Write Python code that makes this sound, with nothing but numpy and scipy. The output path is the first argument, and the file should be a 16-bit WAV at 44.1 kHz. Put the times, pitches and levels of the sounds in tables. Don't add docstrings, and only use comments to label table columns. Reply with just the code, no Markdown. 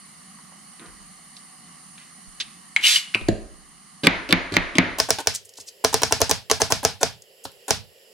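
import sys
import numpy as np
from scipy import signal
from scipy.fft import rfft, irfft, next_fast_len
from scipy.io import wavfile
from scipy.ndimage import uniform_filter1d, map_coordinates

SR = 44100
rng = np.random.default_rng(int(sys.argv[2]) if len(sys.argv) > 2 else 0)


def generate_wav(signal):
    frames = np.transpose(np.atleast_2d(signal))
    scaled = np.clip(frames, -1, 1) * 32767
    pcm = np.round(scaled).astype(np.int16)
    wavfile.write(sys.argv[1], SR, pcm)


def decibels_to_gain(level_db):
    exponent = np.asarray(level_db, float) / 20
    return 10 ** exponent


N = 358516
SPEED_UP_S, SPEED = 4.983, 2.53
CUT = round(SPEED_UP_S * SR)
LONG = CUT + int(np.ceil((N - CUT) * SPEED))


def kitchen(s):
    return s + np.maximum(np.asarray(s) - SPEED_UP_S, 0) * (SPEED - 1)


def pace_at(s):
    return SPEED if s > SPEED_UP_S else 1


def add(track, s, sound):
    i = round(float(kitchen(s)) * SR)
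    track[i:i + len(sound)] += sound[:len(track) - i]


def unit(x):
    return x / np.sqrt(np.mean(x ** 2) + 1e-20)


def along(points, hz, axis=1):
    rows = np.transpose(points)
    return np.interp(np.log(hz + 1), np.log(rows[0] + 1), rows[axis])


def filtered(x, response):
    m = next_fast_len(x.shape[-1] + SR // 2)
    return irfft(rfft(x, m) * response(np.fft.rfftfreq(m, 1 / SR)), m)[..., :x.shape[-1]]


def body(modes):
    def response(f):
        total = 0
        for k, (hz, width_hz, db) in enumerate(modes):
            mode = 1j * f / (hz * hz - f * f + 1j * f * width_hz) / 2
            total = total + (-1) ** k * decibels_to_gain(db) * SR / np.pi * mode
        return total
    return response


def pair(mid, side, alike):
    turn = np.arccos(np.clip(alike, -1, 1)) / 2
    return np.array([mid * np.cos(turn) + side * np.sin(turn), mid * np.cos(turn) - side * np.sin(turn)])


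def grainy(count, spike_db):
    size = np.repeat(decibels_to_gain(spike_db * rng.exponential(size=count // 24 + 1)), 24)[:count]
    return unit(size * rng.standard_normal(count))


def burst(db, t60_s, length=SR // 40):
    t = np.arange(length) / SR
    return decibels_to_gain(db - 60 * t / t60_s) * rng.standard_normal(length)


def push(width_s):
    f = np.sin(np.linspace(0, np.pi, round(width_s * SR) + 3))
    return f / f.sum()


def ring(db, hz, width_hz, rise_s):
    t = np.arange(SR // 40) / SR
    return decibels_to_gain(db) * np.minimum(t / rise_s, 1) * np.exp(-np.pi * width_hz * t) * np.sin(2 * np.pi * hz * t)


def after(blows, shape):
    return np.abs(signal.fftconvolve(blows, shape(np.arange(4 * SR) / SR))[:LONG])


def patches(shape, size):
    over_hz = uniform_filter1d(rng.standard_normal(shape), size=size[0], axis=0)
    return unit(uniform_filter1d(over_hz, size=size[1], axis=1))


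def pumping():
    pull_db, recover_s = 5.5, 0.5
    loud = np.zeros(LONG)
    for s, db, *_ in [*CHOPS, *DROPS]:
        add(loud, s, [decibels_to_gain(db + 3.5)])
    return -pull_db * (1 - np.exp(-after(loud, lambda t: np.exp(-t / recover_s))))


# frequency in Hz, level in dB per Hz.
HUSH = [(15, -65.5), (25, -27), (101, -47.5), (172, -2), (465, -19.5), (1130, -15), (1560, -19),
        (1880, -16.5), (2390, -25.5), (3040, -19.5), (3380, -21.5), (4310, -15), (7570, -15), (9380, -6),
        (11000, -20), (15200, -33)]
# frequency in Hz, width in Hz, height in dB.
HUMPS = [(195, 100, 8.5), (745, 100, 10.5), (1160, 270, 12), (2065, 600, 11.5), (2940, 400, 10),
         (3500, 350, -2), (4390, 530, 6), (6570, 390, 5), (9230, 264, 8), (9750, 180, 7.5)]
# frequency in Hz, left-right likeness (-1 to 1).
HUSH_ALIKE = [(60, 0.21), (130, 1), (290, 0.41), (640, -0.14), (1410, 0.36), (3100, 0.64), (6820, -0.11),
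              (15000, 0.16)]


def hush():
    hush_db, dropout_hz, dropout_db = -47.5, 10600, -30
    masked_hz, masked_share = 7140, 0.38
    hz, t, z = signal.stft(rng.standard_normal((2, LONG + 1024)), SR, nperseg=1024)
    pull_db = pumping()
    field_db = 1.2 * patches(z.shape[1:], size=(8, 6))
    lost = (patches(z.shape[1:], size=(5, 4)) < -0.75) & (hz > dropout_hz)[:, None]
    masked_db = masked_share * np.outer(hz > masked_hz, np.interp(t * SR, np.arange(LONG), pull_db))
    colour_db = along(HUSH, hz) + sum(db / (1 + (2 * (hz - c) / w) ** 2) for c, w, db in HUMPS)
    gain_db = colour_db[:, None] + field_db + dropout_db * lost + masked_db
    z = pair(*z, along(HUSH_ALIKE, hz)[:, None]) * decibels_to_gain(gain_db)
    air = signal.istft(z, SR, nperseg=1024)[1][:, :LONG]
    return decibels_to_gain(hush_db + pull_db + [[-1.2], [1.2]]) * unit(air)


def shake(counter):
    rest_db, sway_db, sway_s = -83, -25.5, 0.14
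    t = np.arange(SR) / SR
    blows = signal.fftconvolve(counter, (1 - np.exp(-t / 0.01)) * decibels_to_gain(-60 * t / 0.32))[:LONG]
    sway = after(counter, lambda t: (t / sway_s) ** 2 * np.exp(2 - 2 * t / sway_s))
    level = blows + decibels_to_gain(sway_db) * sway + decibels_to_gain(rest_db)
    ports = pair(*rng.standard_normal((2, LONG)), -0.4)
    mount = body([(20, 14, -16), (40, 14, 0), (88, 25, -8)])
    low = filtered(ports, lambda f: mount(f) / (1 + (f / 130) ** 4))
    return decibels_to_gain([[-2.2], [2.2]]) * level * unit(low)


# start in seconds, level in dB, colour in Hz as heard.
TICKS = [
    (0.3862, -45, 1110),
    (0.5184, -43, 915),
    (1.3668, -34.5, 4200),
    (1.9801, -41, 3160),
    (5.5378, -38.5, 5440),
    (5.5562, -43, 5340),
    (7.221, -35.5, 6100),
    (7.5178, -40.5, 8500),
    (7.9818, -53, 2870),
]


def ticks():
    out = np.zeros(LONG)
    for s, db, hz in TICKS:
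        source_hz = hz / pace_at(s)
        shell = body([(source_hz, 0.7 * source_hz, 0)])
        snap = filtered(burst(0, 0.054, SR // 50), lambda f: shell(f) ** 2)
        add(out, s, decibels_to_gain(db + 5.0) * snap / np.abs(snap).max())
    return out


# start in seconds, rise in seconds, fade in seconds, level in dB, colour in Hz as heard.
RUBS = [(.79, 0.0065, .07, -51, 1460), (0.801, 0.0038, 0.043, -46.5, 260), (1.975, .0014, 0.046, -52, 2420),
        (2.4, 0.00059, 0.01, -23.5, 3440), (3.14, 0.001, .005, -29.5, 2560),
        (3.28, 0.0038, 0.0033, -34.5, 2400), (5.333, 0.017, 0.0085, -24, 6500),
        (5.448, 0.0021, 0.01, -46.5, 8450), (5.488, .0044, .0036, -42, 6570),
        (5.565, .008, 0.01, -39.5, 6000), (5.591, 0.011, 0.0095, -38.5, 6000),
        (5.656, 0.026, 0.0068, -36, 6000), (6.825, 0.00069, 0.0075, -39, 3000),
        (7.004, 0.0018, .004, -41.5, 4940), (7.435, 0.0062, .01, -38, 8000)]


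def rubs():
    out = np.zeros(LONG)
    for s, rise_s, fade_s, db, hz in RUBS:
        pace, hold_s = pace_at(s), fade_s
        t = np.arange(round((rise_s + hold_s + 5 * fade_s) * pace * SR)) / SR / pace
        fade = np.exp(-np.maximum(t - rise_s - hold_s, 0) / fade_s)
        stroke = np.minimum(t / rise_s, 1) ** 2 * fade
        skin = body([(hz / pace, 1.01 * hz / pace, 0)])
        grit = filtered(grainy(len(t), spike_db=2.5), lambda f: skin(f) ** 2 / (1 + (f * pace / hz / 2.3) ** 4))
        add(out, s, decibels_to_gain(db) * stroke * unit(grit))
    return out


# frequency in Hz, width in Hz, level in dB.
HEAP = [(107.3, 9.8, -16.5), (175, 20, -16), (215, 7.2, -16.5), (315, 91, 2), (417, 110, -1),
        (560, 110, -6.5), (740, 210, -10.5)]


def loaded_board(force):
    return filtered(force, body(HEAP))


# frequency in Hz, level in dB per Hz.
FLESH = [(530, -25.5), (900, -16), (1200, -10), (3800, -5), (7590, -20), (9740, -22), (13600, -35.5),
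         (15500, -67.5)]


def crisp(noise):
    colour = lambda f: decibels_to_gain(along(FLESH, f))
    gain = np.sqrt(np.mean(colour(np.linspace(1, SR / 2, 999)) ** 2))
    return filtered(noise, colour) / gain


# start in seconds, boom in dB, slap in dB, counter thump in dB.
DROPS = [(0.796, -42, -34.5, -62), (0.861, -40.5, -33, -45), (.92, -53, -56, -70), (1.0, -50.5, -66, -52),
         (1.22, -62.5, -66, -78), (2.27, -62.5, -58, -48), (2.406, -42, -34, -70), (2.799, -39, -56, -59),
         (3.151, -19, -15.5, -56), (3.212, -27, -33, -28), (3.2861, -1.5, -9, -24.5),
         (5.585, -32.5, -42, -50), (7.453, -18.5, -15.5, -41)]


def drops():
    force, slap, counter = np.zeros((3, LONG))
    for s, boom_db, slap_db, thump_db in DROPS:
        add(force, s, decibels_to_gain(boom_db) * push(0.00035))
        add(slap, s, burst(slap_db, 0.0057))
        add(counter, s, [decibels_to_gain(thump_db)])
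    return loaded_board(force), crisp(slap), counter


# start in seconds, level in dB, ring in Hz, width in Hz, crack in dB.
TAPS = [
    (2.7629, 3.5, 2204, 139, -9.5),
    (3.1469, 13, 2550, 450, -19),
]


def taps():
    tone, crack = np.zeros((2, LONG))
    for s, db, hz, width_hz, crack_db in TAPS:
        add(tone, s, ring(db, hz, width_hz, rise_s=0.0013))
        add(crack, s, burst(crack_db, 0.0073))
    return tone, crisp(crack)


# time in seconds, level in dB, blade ring over the grit in dB.
SCRAPE = [
    (2.81, -40, -19),
    (2.82, -42.5, 1),
    (2.84, -24, 10),
    (2.874, -14.5, -0.5),
    (2.952, -18.5, -24.5),
    (2.96, -17.5, 3.5),
    (3.08, -55.5, -25),
]
# frequency in Hz, level in dB per Hz.
GRIT = [(290, -58), (500, -38), (1670, -14.5), (1750, -13), (2840, -1.5), (4250, -3.5), (9510, -13.5),
        (13000, -22), (15500, -46.5)]


def scrape():
    out = np.zeros(LONG)
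    s, db, ring_db = np.transpose(SCRAPE)
    t = np.arange(s[0], s[-1], 1 / SR)
    grit = grainy(len(t), spike_db=-1.0)
    tone = unit(filtered(grit, body([(2100, 340, -13), (2940, 180, 2)])))
    rough = unit(filtered(grit, lambda f: decibels_to_gain(along(GRIT, f))))
    add(out, s[0], decibels_to_gain(np.interp(t, s, db)) * (rough + decibels_to_gain(np.interp(t, s, ring_db)) * tone))
    return out


def layers(count):
    per_s, snap_size, decay_s = 90, 2.3, 0.0004
    snaps = (rng.random(count) < per_s / SR) * rng.exponential(size=count)
    return 1 + snap_size * np.convolve(snaps, np.exp(-np.arange(300) / SR / decay_s))[:count]


# start in seconds, length in seconds, crunch in dB.
CUTS = [(4.0336, .0345, -26), (4.289, .033, -28), (4.519, 0.047, -29.5), (4.753, 0.02, -31),
        (4.983, 0.025, -31.5), (5.087, 0.011, -28.5), (5.185, 0.027, -31.5), (5.258, 0.024, -47),
        (5.84, 0.018, -28.5), (5.928, 0.0088, -28.5), (6.018, .011, -29.5), (6.109, .012, -31),
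        (6.203, 0.014, -29.5), (6.294, 0.025, -28), (6.498, 0.018, -27.5), (6.601, .0175, -26),
        (6.702, 0.017, -28), (6.83, .015, -30), (7.01, 0.03, -34), (7.68, 0.036, -34.5)]


def cuts():
    force, crunch = np.zeros((2, LONG))
    for start, length_s, crunch_db in CUTS:
        push_db = -21 + (crunch_db + 30)
        u = np.linspace(0, 1, round(float(kitchen(start + length_s) - kitchen(start)) * SR))
        stroke = np.minimum(22 * u, 1) * (0.53 + 1.1 * np.exp(-u / 0.42))
        snapping = unit(layers(len(u)) * grainy(len(u), spike_db=5.0))
        add(crunch, start, decibels_to_gain(crunch_db) * stroke * snapping)
        add(force, start, decibels_to_gain(push_db + 4.5) * push(0.0021))
        add(force, start, decibels_to_gain(push_db - 23.5) * stroke * rng.standard_normal(len(u)))
    return loaded_board(force), crisp(crunch)


# start in seconds, clack in dB, ring in Hz,
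# board boom and edge crack, both in dB relative to the clack.
CHOPS = [(4.0697, 8.5, 2295, -17, -7), (4.326, 7.5, 2210, -17, -8), (4.5674, 6, 2060, -20, -19.5),
         (4.784, 7.5, 2050, -13.5, -10.5), (5.0009, 6.5, 1990, -18, -13.5), (5.1053, 7, 2117, -19, -11.5),
         (5.272, 7, 2153, -21.5, -20), (5.8473, 6.5, 2200, -12.5, -19.5), (5.9422, 6.5, 2175, -15, -11.5),
         (6.0333, 7, 2224, -17, -20), (6.124, 7.5, 2250, -17, -18.5), (6.2165, 7.5, 2476, -15.5, -17),
         (6.3121, 6.5, 2300, -17.5, -13.5), (6.5136, 7, 2440, -15.5, -11.5), (6.6179, 6.5, 2446, -15, -16),
         (6.7222, 7, 2230, -17, -18), (6.8498, 7, 2420, -14.5, -13.5), (7.031, 6, 2350, -14, -23),
         (7.707, 7, 2250, -18, -23)]
# frequency in Hz, width in Hz, level in dB.
BOARD = [(102.8, 6.6, -18), (176, 17, 1), (260, 17.8, 0), (316.6, 43, 4), (432, 133, -12.5),
         (523, 60, -17.5), (708, 45, -13.5), (863, 46, -17)]
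# frequency in Hz, width in Hz, level in dB.
BLADE = [(930, 2180, -1), (2116, 580, 2), (4000, 1210, -0.5), (6740, 900, -12)]


def chops():
    contact_s, thump_db, thump_db_per_s = 0.00006, -33.5, 3
    board, blade, clack, edge, counter = np.zeros((5, LONG))
    for s, db, hz, boom_db, crack_db in CHOPS:
        add(clack, s, ring(db + 1.5, hz, width_hz=188, rise_s=0.00027))
        add(blade, s, decibels_to_gain(db + 1.0) * push(contact_s))
        add(edge, s, burst(db + crack_db + 0.5, 0.013))
        add(board, s, decibels_to_gain(db + boom_db + 2) * push(0.00086))
        add(counter, s, [decibels_to_gain(db + thump_db + thump_db_per_s * (s - CHOPS[0][0]))])
    return filtered(board, body(BOARD)), filtered(blade, body(BLADE)), clack + crisp(edge), counter


def ducking():
    t = np.arange(SR) / SR
    dip_db = np.zeros(LONG)
    for s, *_ in CHOPS:
        add(dip_db, s + 0.00022, -6 * (1 - np.exp(-t / 0.002)) * np.exp(-t / 0.098))
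    return decibels_to_gain(dip_db)


# frequency in Hz, t60 in seconds, level in dB.
ROOM = [(60, 0.28, -43), (133.7, 0.16, -8.5), (253, 0.69, -11.5), (550, 0.46, 6), (1330, 0.68, 1),
        (2200, 0.49, -2.5), (3770, 0.49, -7.5), (6000, 0.67, -11), (8000, 0.47, -6.5), (12000, .25, -14)]
# frequency in Hz, left-right likeness (-1 to 1).
ROOM_ALIKE = [(60, 0.93), (130, 0.42), (290, 1), (640, 0.64), (1410, 0.1), (3100, 0.81), (6820, 0.15),
              (15000, -0.97)]


def room(x):
    out, step = np.zeros((2, LONG + 2 * SR)), SR // 4
    for i in range(0, LONG, step):
        hz, t, z = signal.stft(rng.standard_normal((2, SR * 3 // 4)), SR, nperseg=256)
        decay = decibels_to_gain(-60 * t / along(ROOM, hz)[:, None])
        early = 1 + 2.85 * decibels_to_gain(-60 * t / 0.045)
        level = decibels_to_gain(along(ROOM, hz, axis=2)) / np.linalg.norm(decay, axis=1)
        z = pair(*z, along(ROOM_ALIKE, hz)[:, None]) * early * decay * level[:, None]
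        tail = signal.istft(z, SR, nperseg=256)[1] / np.sqrt(128)
        wet = signal.fftconvolve(x[None, i:i + step], tail, axes=1)
        out[:, i + 100:][:, :wet.shape[1]] += wet
    return out[:, :LONG]


def ports(air, wood):
    def across(f):
        mid = 0.8j * f / (f + 3000) * np.cos(f / 900)
        treble = 0.79 * np.exp(-1j * f / 420) / (1 + (3200 / (f + 1)) ** 4)
        return mid + treble
    difference = filtered(air, across) + 0.08 * wood
    return np.array([decibels_to_gain(-2.5) * (air + difference), decibels_to_gain(-1.34) * (air - difference)])


def speed_up(whole):
    slow = filtered(whole, lambda f: f < 15100)[:, :CUT]
    fast = filtered(whole[:, CUT:], lambda f: (f < 6300) / (1 + (f / 7000) ** 4))
    where = np.arange(N - CUT) * SPEED
    return np.hstack([slow, [map_coordinates(ch, [where], order=3) for ch in fast]])


def scene():
    close = ticks() + rubs() + scrape()
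    drop_boom, slap, drop_thump = drops()
    tap_tone, tap_crack = taps()
    cut_boom, crunch = cuts()
    chop_boom, blade, clack, chop_thump = chops()
    wood = drop_boom + cut_boom + chop_boom
    spread = blade + slap + tap_crack + crunch
    near = ports(wood + tap_tone + spread + clack + close, wood)
    wet = room(spread + 0.33 * tap_tone + 0.36 * wood + 0.34 * close)
    return speed_up(ducking() * (near + wet + shake(drop_thump + chop_thump) + hush()))


def top_cut(x):
    return signal.sosfilt(signal.butter(12, 16330, fs=SR, output="sos"), x)


def record(dry):
    ceiling = 1.03
    flat = dry / (1 + np.abs(dry / ceiling) ** 10) ** (1 / 10)
    return top_cut(flat)


dry = scene()
out = record(dry)
generate_wav(out)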